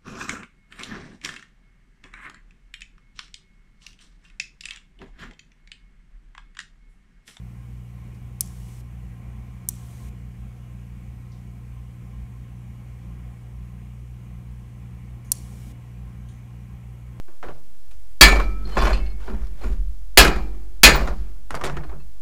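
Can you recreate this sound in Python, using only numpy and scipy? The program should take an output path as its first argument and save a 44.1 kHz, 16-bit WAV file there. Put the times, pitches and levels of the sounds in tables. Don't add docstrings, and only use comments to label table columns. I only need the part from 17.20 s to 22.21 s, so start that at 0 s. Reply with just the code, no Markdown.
import sys
import numpy as np
from scipy import signal
from scipy.fft import rfft, irfft
from scipy.io import wavfile
from scipy.ndimage import uniform_filter1d

SR = 44100
rng = np.random.default_rng(int(sys.argv[2]) if len(sys.argv) > 2 else 0)


def decibels_to_gain(level_db):
    exponent = np.asarray(level_db, float) / 20
    return 10 ** exponent


def unload_audio(sound):
    columns = np.transpose(np.atleast_2d(sound))
    steps = np.round(np.clip(columns, -1, 1) * 32767)
    wavfile.write(sys.argv[1], SR, steps.astype(np.int16))


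N = 221029
TIME = np.arange(N) / SR
LONG, SHORT = int(.8 * SR), int(.2 * SR)
BANDS_HZ = 140 * 2 ** np.arange(0, 6.8, 1 / 3)

# [t/s, clatter/dB, tube ring/dB, clatter stretch/1, ring stretch/1, truck bed/dB]
BLOWS = [
    (1.0106, -2.5, 2.5, 0.68, 0.75, -20),
    (2.9738, -2.5, -8.5, 0.78, 0.92, -22.5),
    (3.6331, -2, 5, 0.75, 0.55, -18),
]
# [f/Hz, level/dB per Hz]
CLATTER = [(82, -34), (140, -10.5), (520, -5), (781, -9.5), (1500, -3), (2560, -2.5), (3720, -7), (4630, 1),
           (5750, -9.5), (7010, -7), (7580, -11), (14300, -8), (15800, -26)]
# [f/Hz, t60/s]
CLATTER_T60 = [(150, 0.8), (500, 0.52), (1500, 0.4), (4000, 0.21), (9000, 0.19), (15000, 0.13)]
TUBE_HZ = [309, 369, 771, 1302, 1631, 1701, 1766, 2040, 2190, 2285, 2369, 2487, 2633, 2818]
# [blow 1/dB, blow 2/dB, blow 3/dB, bumps/dB, t60/s]
TUBE = [(-37.5, -26, -29, -9, 1.3), (-38.5, -32, -33.5, -18.5, 1.7), (-32.5, -24, -38.5, -5.5, 0.91),
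        (-33, -55, -56, -29.5, 1.8), (-12, -17.5, -19.5, -18.5, 0.23), (-4, -1.5, -12, -14, 0.16),
        (-6, -14, -11, -13, 0.36), (-24, -22, -9, -17.5, 0.3), (-36.5, -40.5, -36.5, -15, 0.25),
        (-9, -23, -16.5, -11, 0.51), (-19, -29, -29, -7.5, 0.75), (-18, -9.5, -5.5, -7, 0.4),
        (-11, -9, -12, -9.5, 0.18), (-20.5, -15, -22.5, -18, 0.067)]
YOKE_HZ = [2955, 3038, 3287, 3467, 3953, 4200, 4540, 5100, 5640, 6840, 7208, 7545, 8420, 11750]
# [blow 1/dB, blow 2/dB, blow 3/dB, bumps/dB, t60/s]
YOKE = [(-13, -12, -12, -22.5, 0.096), (-20.5, -14.5, -8.5, -17.5, 0.083), (-7, 1, -7, -20.5, 0.17),
        (-23, -27, -23, -20, 0.34), (-11.5, -15, -12.5, -8, 0.25), (-17.5, -19, -12.5, -23, 0.39),
        (-7.5, -19, -15, -11, 0.2), (-15, -24, -23.5, -18.5, 0.15), (-24, -31.5, -26, -25.5, 0.13),
        (-21.5, -22, -18, -16, 0.43), (-16, -18.5, -12.5, -32, 0.064), (-22.5, -16.5, -21, -34.5, .13),
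        (-17.5, -20.5, -15, -27.5, 0.24), (-23, -17, -26, -36, 0.25)]
BODY_HZ = [
    [1100, 1766, 2283, 2622, 2816, 2955, 3284, 3467, 3958, 4205, 4533, 4786, 5087, 6780],
    [1077, 1690, 2396, 2629, 2817, 2955, 3321, 527, 4301, 4545, 4904, 5112, 6239, 6842],
    [1765, 2041, 2485, 2636, 3036, 3289, 3479, 4198, 4553, 4808, 5270, 530, 6790, 7214],
]
# [width/Hz, level/dB]
BODY = [
    [(130, -5.5), (59, 0), (20, -.5), (27, -6), (21, -10), (17, -4), (27, -6), (40, -7), (22, -7.5),
     (35, -7), (30, .5), (25, -7), (40, -11.5), (37, -13)],
    [(59, -5.5), (60, -1), (50, -4), (20, 2), (25, -4), (25, -3), (33, -5), (30, 0), (29, -6), (40, -6),
     (21, -7), (30, -14), (27, -9), (52, -7.5)],
    [(74, -6), (17, 3), (25, 1.5), (26, -4), (38, -6), (22.01, -4), (30, -7.5), (25, -.5), (40, -7),
     (40, -9), (30, -11), (28, -2), (45, -6.5), (20, -8)],
]


def hammer():
    power, rings = np.zeros((len(BANDS_HZ), N)), np.zeros(N)
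    *weights_db, _, t60_s = np.transpose(TUBE + YOKE)
    for (s, clatter_db, ring_db, stretch, free, bed_db), mode_db in zip(BLOWS, weights_db):
        bed_tail = fade(np.full(len(BANDS_HZ), .55), size=LONG)
        bed = decibels_to_gain(bed_db) * bed_tail * (BANDS_HZ[:, None] / 1000) ** -.6
        tail = fade(stretch * on_log(CLATTER_T60, BANDS_HZ), size=LONG) + bed
        add(power, s, (decibels_to_gain(clatter_db) * colour(CLATTER) * tail) ** 2)
        add(rings, s, ring(TUBE_HZ + YOKE_HZ, mode_db + ring_db, free * t60_s, size=LONG, rough_db=3))
    dry_clatter = np.sum(np.sqrt(power) * grit(spread_db=2, patchy_db=2.5), axis=0)
    clatter = sheet(dry_clatter, db=2, count=40)
    body = np.zeros(N)
    for blow, hz, peaks in zip(BLOWS, BODY_HZ, BODY):
        body += excite(clatter, blow[0], np.column_stack([hz, peaks]), db=8, fade_s=.046)
    return rings + decibels_to_gain(-2.5) * (clatter + body)


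# [f/Hz, level/dB per Hz]
LINER = [(59, -34), (100, -7.5), (500, -4), (631, -4.5), (923, -8), (1070, -5), (2060, -12), (2440, -16),
         (11500, -35.5), (15800, -47)]
# [f/Hz, share of bump t60/1]
LINER_T60 = [(150, 0.97), (600, 1.26), (2000, 0.7), (6000, 1.6), (15000, 0.29)]
# [t/s, peak/dB, treble/dB, t60/s]
TOOLS = [
    (0.081, -37.5, -39, 0.23),
    (0.228, -25, -14.5, 0.36),
    (0.285, -28, -16.5, 0.17),
    (0.71, -45, 1, 0.15),
]
# [t/s, peak/dB, treble/dB, t60/s]
REBOUNDS = [(1.084, -10.5, -3.5, 0.16), (1.121, -9, -9.5, 0.19), (1.157, -16.5, -8, 0.33),
            (1.199, -14, -12.5, 0.15), (3.048, -12, -2, 0.22), (3.079, -10, -8.5, 0.17),
            (3.16, -24, -8, 0.15), (3.186, -27.5, -26.5, 0.15), (3.709, -28, -19, 0.082),
            (3.745, -11.5, -10, 0.39), (3.873, -20, -10.5, 0.23)]
# [t/s, peak/dB, treble/dB, t60/s]
ROLL = [(1.476, -36.5, -4, 0.1), (1.494, -37, -1, 0.11), (1.519, -37, -7, 0.14), (1.569, -11.5, -32, 0.14),
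        (1.572, -12.5, -29, 0.096), (1.588, -21, -4, 0.08), (1.619, -17, -20.5, 0.2),
        (1.652, -19, -17, 0.14), (1.668, -14.5, -12.5, 0.27), (1.706, -20, -13, 0.17),
        (1.731, -23.5, -6.5, 0.19), (1.855, -49, -1.5, 0.169), (1.998, -49.5, -5.5, 0.12),
        (2.079, -28, -36, 0.34), (2.133, -34.5, -33, 0.16), (2.27, -45.5, 0.5, 0.054),
        (2.321, -55.5, -7.5, 0.12), (2.436, -27.5, -33, 0.15), (2.49, -38.5, -21, 0.069),
        (2.525, -41.5, -2, 0.16)]
# [t/s, peak/dB, treble/dB, t60/s]
KNOCKS = [(4.306, -22, -6, 0.143), (4.3438, -17, -14, 0.24), (4.3505, -25, 1.5, 0.11),
          (4.4125, -22, -11.5, 0.14), (4.4378, -17, -7.5, 0.18), (4.451, -22.5, -3.5, 0.12),
          (4.464, -16.5, -6, 0.21), (4.498, -23.5, -12, 0.178), (4.568, -21, -11, 0.14),
          (4.635, -30, -12, 0.16), (4.694, -32.5, -13, 0.2), (4.725, -35.5, -40, 0.22),
          (4.799, -50, -13.5, 0.16)]
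BUMP_RING_DB = [None, -24, -23, None]
TREBLE_SHARE = [.9, .6, .8, .55]
# [t/s, level/dB, rise/s, fall/s, treble/dB]
DRAGS = [(.714, -56, 0.013, 0.013, 9), (1.3, -45.5, .06, 0.28, -5), (1.455, -45, .012, 0.1, 3),
         (1.557, -33.5, 0.17, 0.077, 1), (1.575, -16.5, 0.013, .13, -2.5), (1.623, -17, 0.013, 0.167, -0.5),
         (1.82, -50, .08, 0.12, 4), (2.005, -43.5, 0.018, 0.236, 4), (2.075, -38.5, 0.13, 0.28, -0.5),
         (2.22, -42.5, 0.016, 0.08, 0.5), (2.41, -55, 0.12, 0.055, 6), (2.44, -33, 0.078, 0.14, 2),
         (3.28, -46, 0.089, 0.32, -4.5), (4.02, -49, .08, 0.29, 1), (4.306, -40, 0.0028, 0.11, 1),
         (4.352, -36, .004, .09, 5), (4.441, -21, 0.002, 0.03, 2.5), (4.53, -35, 0.15, 0.22, -9),
         (4.72, -57.5, .06, .12, -11)]
ROLLING_HZ = [614, 1077, 1717, 2293, 2476, 2632, 2830, 3040, 3295, 3461, 4221, 4550, 4791, 5050]
# [width/Hz, level/dB]
ROLLING = [(30, -4.5), (29.8, -1.5), (30, -4), (14, 4), (25, -3), (19, -1), (26, -1), (30, -5), (17, -7),
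           (26, -1), (40, 3), (38, -5), (30, 0), (40, -3)]


def handling():
    power, rings, rub = np.zeros((len(BANDS_HZ), N)), np.zeros(N), np.zeros(N)
    *_, mode_db, tube_t60_s = np.transpose(TUBE + YOKE)
    for bumps, ring_db, share in zip([TOOLS, REBOUNDS, ROLL, KNOCKS], BUMP_RING_DB, TREBLE_SHARE):
        band_share = on_log(LINER_T60, BANDS_HZ) * np.where(BANDS_HZ > 2800, share, 1)
        for s, db, treble_db, t60_s in bumps:
            tail = fade(t60_s * band_share, size=SHORT) + fade(np.array([.01]), size=SHORT)
            tail = swell(BANDS_HZ, size=SHORT) * tail
            add(power, s, (decibels_to_gain(db - 10.5) * colour(LINER, treble_db + 8.0) * tail) ** 2)
            if ring_db is None:
                continue
            spot_db = 1.7 * rng.standard_normal(len(tube_t60_s))
            bump_db = mode_db + spot_db + db + ring_db
            add(rings, s, ring(TUBE_HZ + YOKE_HZ, bump_db, .5 * tube_t60_s, size=SHORT, rough_db=4))

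    steel_db, knee_db, slope = -18, -25, .86
    for s, db, rise_s, fall_s, treble_db in DRAGS:
        rise_s, fall_s = max(rise_s, .002), max(fall_s, .01)
        i = slice(int((s - 1.7 * rise_s) * SR), int((s + 2 * fall_s) * SR))
        gain = decibels_to_gain(db - 8.5 - 20 * np.maximum((s - TIME[i]) / rise_s, (TIME[i] - s) / fall_s))
        power[:, i] += (gain * colour(LINER, treble_db + 0.5)) ** 2
        rub_db = steel_db + min(treble_db, 0) - slope * max(db - knee_db, 0)
        rub[i] += (gain * decibels_to_gain(rub_db)) ** 2

    rattle = np.sum(np.sqrt(power) * grit(spread_db=3, patchy_db=2.5), axis=0)
    rolling = excite(rattle, 1.56, np.column_stack([ROLLING_HZ, ROLLING]), db=5, fade_s=.8)
    return rings + np.sqrt(rub) * grinding() + rattle + rolling


GRIND_HZ = [2400, 3050, 3500, 4300, 4900, 5600, 6900, 8600, 9900, 11600, 13900, 14600]


def grinding():
    modes = np.array([band(rng.standard_normal(N), hz, 0.037 * hz) for hz in GRIND_HZ])
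    modes = modes / np.std(modes, axis=1, keepdims=True)
    flare_db = 5 * flutter(30, modes.shape)
    return unit(np.sum(modes * decibels_to_gain(flare_db), axis=0))


# [t/s, peak/dB, t60/s, modes above 800 Hz/dB]
LANDINGS = [(.285, -40, .1, -7), (1.569, -18.5, .12, -3), (1.62, -23, 0.1, -5), (1.652, -27.5, 0.11, 2.5),
            (1.707, -31, 0.13, -1.5), (2.08, -33, .12, -6.5), (2.12, -37, 0.17, -15),
            (2.44, -36, 0.13, -7.5), (2.5, -37, 0.1, -15.5), (2.976, -14.5, 0.18, -20.5),
            (3.636, -15.5, .2, -21.5), (4.635, -43, .1, -2), (4.694, -47, 0.095, -11),
            (4.725, -46.5, 0.13, -10)]
# [f/Hz, level/dB]
HOLLOW = [(230, -3.5), (385, 2), (640, -4.5), (1050, -2), (1430, -3.5), (1770, -8.5), (2480, -9)]
# [t/s, peak/dB, t60/s]
CHINKS = [
    (1.731, -34.5, 0.1),
    (1.745, -50, .2),
    (1.769, -41.5, 0.12),
    (1.788, -57, 0.16),
    (1.862, -50.5, 0.11),
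    (1.901, -58.5, .1),
]
# [f/Hz, level/dB]
CROSS = [(2030, -6), (2480, -3), (2630, -7.5), (2830, -3.5), (3030, -7), (3290, -15), (3570, -13),
         (4230, 1), (4550, -5), (4790, -9), (5100, -11)]


def landings():
    out = np.zeros(N)
    hz, weight_db = np.transpose(HOLLOW)
    for s, db, t60_s, top_db in LANDINGS:
        mode_db = db + weight_db + top_db * (hz > 800)
        add(out, s, ring(hz, mode_db, np.full(len(hz), t60_s), size=SHORT, rough_db=3))
    hz, weight_db = np.transpose(CROSS)
    for s, db, t60_s in CHINKS:
        add(out, s, ring(hz, db + weight_db, np.full(len(hz), t60_s), size=SHORT, rough_db=2.5))
    return out


# [t/s, peak/dB, f/Hz]
CRACKS = [(0.084, -42, 1300), (0.228, -26, 1310), (0.284, -35, 1300), (1.569, -13, 1300),
          (2.077, -32, 1296), (2.271, -46, 1300), (2.318, -53, 1300), (2.436, -34, 1300),
          (3.874, -23.5, 1310), (4.306, -23, 1310), (4.343, -17, 1300), (4.412, -22, 1300),
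          (4.437, -16, 1300), (4.45, -18, 1300), (4.463, -24, 1300), (4.497, -23, 1300), (4.569, -27, 1300),
          (4.573, -25, 1300), (4.635, -35, 1300), (4.693, -43, 1300)]
# [t/s, f/Hz, peak/dB, t60/s]
GLINTS = [(1.575, 7060, -44, .1), (1.59, 5760, -42, .12), (1.638, 11600, -50, .1), (1.64, 14100, -54, .1),
          (1.648, 10000, -54, .1), (1.652, 11250, -52, .08), (1.655, 11700, -47, .08),
          (1.655, 14600, -55, .08), (1.66, 10000, -52, .06), (1.732, 9800, -55, .12),
          (1.732, 7300, -48, .1), (4.3505, 4850, -29.5, .025), (4.3505, 10800, -42, .05),
          (4.464, 4500, -41, .05), (4.975, 1150, -60, .1), (.084, 340, -49, .2), (1.011, 3290, -12, .15),
          (1.011, 3958, -14, .2), (2.974, 3295, -5, .09), (2.974, 527, -17, .2), (3.634, 3290, -11, .15),
          (3.634, 530, -19, .2), (3.634, 3036, -15, .15), (1.5, 2365, -52, .3), (.712, 2440, -56, .07),
          (1.74, 614, -42.5, 0.48), (1.76, 771, -48.5, .9), (4.44, 366, -30.5, .2), (4.57, 339, -36, .3),
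          (4.65, 309, -40.5, .3)]


def cracks():
    out, t = np.zeros(N), TIME[:SHORT // 8]
    lag_s, cycles = .001, .63
    for s, db, hz in CRACKS:
        push = 2 * np.sin(2 * np.pi * hz * t) * np.exp(-hz * t / cycles)
        add(out, s + lag_s, decibels_to_gain(db - 0.5) * push)
    for s, hz, db, t60_s in GLINTS:
        add(out, s, ring([hz], np.array([db]), np.array([t60_s]), size=SHORT, rough_db=2))
    return out


PING_HZ = [4225, 2634, 2190, 15200, 14400, 3480, 5050, 3040, 6840]
# [t/s, peak/dB, t60/s]
PINGS = [
    [(.672, -59, 0.05), (1.454, -50.5, 0.094), (1.47, -49, 0.051), (1.486, -49, 0.087), (1.51, -47, 0.073),
     (1.529, -45, 0.23), (1.548, -52, 0.16), (1.901, -56, 0.11), (2.415, -53, 0.12), (4.638, -54, 0.096),
     (4.8, -57.5, 0.1)],
    [(1.74, -38, 0.38), (1.855, -49, 0.1), (4.8, -58, 0.14)],
    [(1.8, -46.5, 0.62)],
    [(3.757, -32.5, 0.088)],
    [(1.2, -51.5, .12)],
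    [(1.59, -34, 0.35)],
    [(1.585, -37, 0.1)],
    [(1.52, -45.5, 0.32), (1.73, -48, 0.33)],
    [(3.77, -36, 0.047), (3.872, -39.5, 0.034)],
]


def joint():
    out = np.zeros(N)
    for hz, ticks in zip(PING_HZ, PINGS):
        for s, db, t60_s in ticks:
            add(out, s, ring([hz], np.array([db]), np.array([t60_s]), size=LONG // 2, rough_db=3))
    return out


# [f/Hz, width/Hz, level/dB]
SWAY = [(47, 2.7, -33.5), (32.7, 3, -35)]
# [t/s, level/dB, held/s, t60/s]
HUMS = [(.26, -46.5, 0.09, 0.35), (1.02, -31.5, 0.046, 0.75), (1.45, -39, 0.04, 0.32),
        (1.56, -35.5, 0.083, 0.51), (1.73, -36, 0.034, 0.54), (2.12, -39, 0.042, 0.27),
        (2.26, -48.5, 0.11, 0.41), (2.44, -44, 0.13, 0.75), (2.974, -27.5, 0.06, 0.74),
        (3.634, -31.5, 0.16, 0.87), (4.31, -39.5, 0.062, 0.35), (4.44, -33, 0.076, 0.34),
        (4.49, -33, .13, 0.22), (4.73, -39.5, 0.061, 0.29)]
# [f/Hz, width/Hz, level/dB]
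PANELS = [(201.3, 24, -3.5), (217.6, 52, -0.5), (300, 260, -8), (361, 75, -4.5)]
# [t/s, level/dB, t60/s]
DRONES = [(.08, -57, 0.54), (.23, -46, 0.88), (1.011, -16, 0.3), (1.09, -31.5, 1.47), (1.45, -33, 0.37),
          (1.56, -28, 0.75), (1.62, -24.5, 0.49), (1.76, -38.5, 0.93), (2.08, -30, 0.57), (2.3, -52, 0.795),
          (2.44, -29, 0.3), (2.5, -35, 0.28), (2.56, -47, .8), (2.974, -18.5, 0.59), (3.1, -29, 0.81),
          (3.634, -14.5, 0.41), (3.78, -31.5, 0.85), (4.31, -45, 0.57), (4.44, -41, 0.58),
          (4.73, -45, 0.53)]


def tailgate():
    gate = swing()
    sway = sum(decibels_to_gain(db) * noise_band(hz, width) for hz, width, db in SWAY)
    linger = struck([(blow[0], 0, 0, 3.4) for blow in BLOWS], rise_s=.05)
    rest_db, wobble_db = -58, -14.5
    wobble = decibels_to_gain(rest_db) + decibels_to_gain(wobble_db) * uniform_filter1d(np.abs(gate), size=SR // 40)
    cables = noise_band(44, 39)
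    hum = np.sqrt(2) * np.sin(2 * np.pi * 142 * TIME) + .5 * noise_band(170, 13)
    hums = decibels_to_gain(-4.0) * struck(HUMS, rise_s=.013)
    drone = unit(sum(decibels_to_gain(db) * noise_band(hz, width) for hz, width, db in PANELS))
    drones = decibels_to_gain(-2.0) * struck([(s, db, 0, t60_s) for s, db, t60_s in DRONES], rise_s=.013)
    return gate + linger * sway + wobble * cables + hums * hum + drones * drone


# [low f/Hz, high f/Hz, low/dB, high/dB, low t60/s]
GATE = [
    (46, 54, -8.5, -10, 1.6),
    (45.5, 58, -9, -10, 0.95),
    (44.5, 56.5, -13, -9, 1.4),
]
# [t/s, peak/dB, f/Hz, t60/s]
JOLTS = [(0.249, -40, 49.3, 1.1), (.67, -40, 43, .6), (.735, -38.5, 47, 1.1), (.89, -43, 43, 0.55),
         (1.292, -24.5, 47, 3.1), (1.569, -15, 46.5, 0.36), (1.62, -10, 44, 0.52), (1.707, -13, 46.2, 0.67),
         (1.799, -18, 48.9, 1.12), (2.121, -21.5, 44.2, 0.54), (2.201, -20, 44.5, 0.73),
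         (2.438, -17.5, 43.3, 0.62), (2.493, -17, 42, 0.59), (2.571, -18, 42.3, 1.45), (2.7, -31.5, 43, 3),
         (3.199, -26, 47, 3), (3.99, -22.5, 47, 0.66), (4.301, -29.5, 46.7, 1), (4.42, -30, 47, .5),
         (4.509, -27.5, 47, 0.43), (4.565, -28, 45.5, 0.53), (4.67, -29, 49.9, 0.9)]


def swing():
    rise_s, peak_s, high_t60_s = .014, .031, .73
    frame_hz, frame_db = 33.5, -12.5
    pushes = [(blow[0], *gate) for blow, gate in zip(BLOWS, GATE)]
    pushes += [(s, hz, 55.5, db, db - 10, t60_s) for s, db, hz, t60_s in JOLTS]
    out = np.zeros(N + LONG)
    rise = 1 - np.exp(-(TIME[:LONG] / rise_s) ** 2)
    for s, low_hz, high_hz, low_db, high_db, t60_s in sorted(pushes):
        i = int(s * SR)
        turn = 2 * np.pi * np.outer([low_hz, high_hz, frame_hz], TIME[:LONG] - peak_s)
        decay = fade(np.minimum([t60_s, high_t60_s, t60_s], t60_s), size=LONG)
        level = decibels_to_gain(np.array([[low_db], [high_db], [low_db + frame_db]]))
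        springs = np.sum(level * decay * np.sin(turn), axis=0)
        out[i:i + LONG] += rise * (springs - out[i:i + LONG])
    return out[:N]


# [f/Hz, level/dB per Hz]
HISS = [(41, -25), (70, -6.5), (166, -24.5), (227, -18), (470, -26.5), (616, -21), (791, -24), (948, -26.5),
        (12300, -32), (15800, -36)]


def hiss():
    hz = np.maximum(np.fft.rfftfreq(N, 1 / SR), 1)
    x = irfft(rfft(rng.standard_normal(N)) * decibels_to_gain(on_log(HISS, hz)), N)
    return decibels_to_gain(-60) * unit(x)


def ring(hz, db, t60_s, size, rough_db):
    chance = rng.standard_normal((3, len(hz), 1))
    turn = 2 * np.pi * TIME[:size]
    hz = np.reshape(hz, (-1, 1))
    pair = np.sin(turn * hz + chance[0])
    pair = pair + .25 * np.sin(turn * (hz + 16 + 5 * chance[1]) + 3 * chance[2])
    chatter_db = rough_db * flutter(70, pair.shape) * np.exp(-TIME[:size] / .12)
    return np.sum(decibels_to_gain(db[:, None] + chatter_db) * swell(hz, size) * fade(t60_s, size) * pair, axis=0)


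def grit(spread_db, patchy_db):
    sizes = np.minimum(rng.exponential(size=N // 32 + 1), 4)
    bands = []
    for hz in BANDS_HZ:
        impacts = np.repeat(decibels_to_gain(spread_db * (hz / 4000) ** 0.12 * sizes), repeats=32)[:N]
        bands.append(band(impacts * rng.standard_normal(N), hz, hz * .23))
    bands = np.array(bands)
    bands = bands * decibels_to_gain(patchy_db * flutter(45, bands.shape))
    return bands / np.std(bands, axis=1, keepdims=True)


def sheet(x, db, count):
    low_hz, high_hz, t60_s = 450, 8000, .13
    x = x + 1e-9 * rng.standard_normal(N)
    out, gap_hz = x.copy(), (high_hz - low_hz) / count
    for hz in np.linspace(low_hz, high_hz, num=count) + gap_hz * rng.uniform(-.4, .4, size=count):
        out += decibels_to_gain(db) * signal.lfilter(*signal.iirpeak(hz, hz * t60_s / 2.2, fs=SR), x)
    return out * np.std(x) / np.std(out)


def excite(x, s, peaks, db, fade_s):
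    i = int(s * SR)
    part = x[i:i + LONG // 2] * np.exp(-TIME[:LONG // 2] / fade_s)
    out = np.zeros(len(part))
    for hz, width_hz, peak_db in peaks:
        peak = signal.iirpeak(hz, hz / max(width_hz, 8), fs=SR)
        out = out + decibels_to_gain(db + peak_db) * signal.lfilter(*peak, part)
    return np.pad(out, (i, N))[:N]


def struck(rows, rise_s):
    power, t = np.zeros(N), TIME[:2 * LONG]
    rise = swell(1 / rise_s, size=len(t))[0]
    for s, db, held_s, t60_s in rows:
        fall_db = 60 * np.maximum(t - held_s, 0) / max(t60_s, .05)
        add(power, s, (decibels_to_gain(db - fall_db) * rise) ** 2)
    return np.sqrt(power)


def colour(spectrum, treble_db=0.):
    lift = np.clip(np.log2(BANDS_HZ / 1500) / 1.5, 0, 1.6)
    gain = decibels_to_gain(on_log(spectrum, BANDS_HZ)) * np.sqrt(BANDS_HZ)
    middle = (BANDS_HZ > 400) & (BANDS_HZ < 2500)
    gain = gain / np.sqrt(np.sum(gain[middle] ** 2))
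    return gain[:, None] * decibels_to_gain(np.outer(lift, treble_db))


def fade(t60_s, size):
    return np.exp(-np.log(1000) * TIME[:size] / np.clip(t60_s, .01, 3)[:, None])


def swell(hz, size):
    return 1 - np.exp(-TIME[:size] * np.reshape(hz, (-1, 1)))


def flutter(rate_hz, shape):
    rows, size = shape
    k = int(SR / rate_hz)
    steps = np.repeat(rng.standard_normal((rows, size // k + 1)), k, axis=1)
    return uniform_filter1d(steps, k, axis=1)[:, :size]


def on_log(table, hz):
    f, v = np.transpose(table)
    return np.interp(np.log(hz), np.log(f), v)


def unit(x):
    return x / np.sqrt(np.mean(x ** 2))


def band(x, hz, width_hz):
    edges_hz = [hz - width_hz / 2, hz + width_hz / 2]
    return signal.sosfilt(signal.butter(2, edges_hz, "bandpass", fs=SR, output="sos"), x)


def noise_band(hz, width_hz):
    return unit(band(rng.standard_normal(N), hz, width_hz))


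def add(out, s, sound):
    i = int(s * SR)
    out[..., i:i + sound.shape[-1]] += sound[..., :N - i]


def scene():
    return (hammer() + handling() + landings() + cracks() + joint() + tailgate() + hiss())[None]


def band_limit(x):
    return signal.sosfilt(signal.butter(12, 15900, fs=SR, output="sos"), x)


def record(dry):
    offset, ceiling = .0727, .97
    mix = np.clip(dry + offset, -ceiling, ceiling)
    return band_limit(mix)


dry = scene()
out = record(dry)
unload_audio(out)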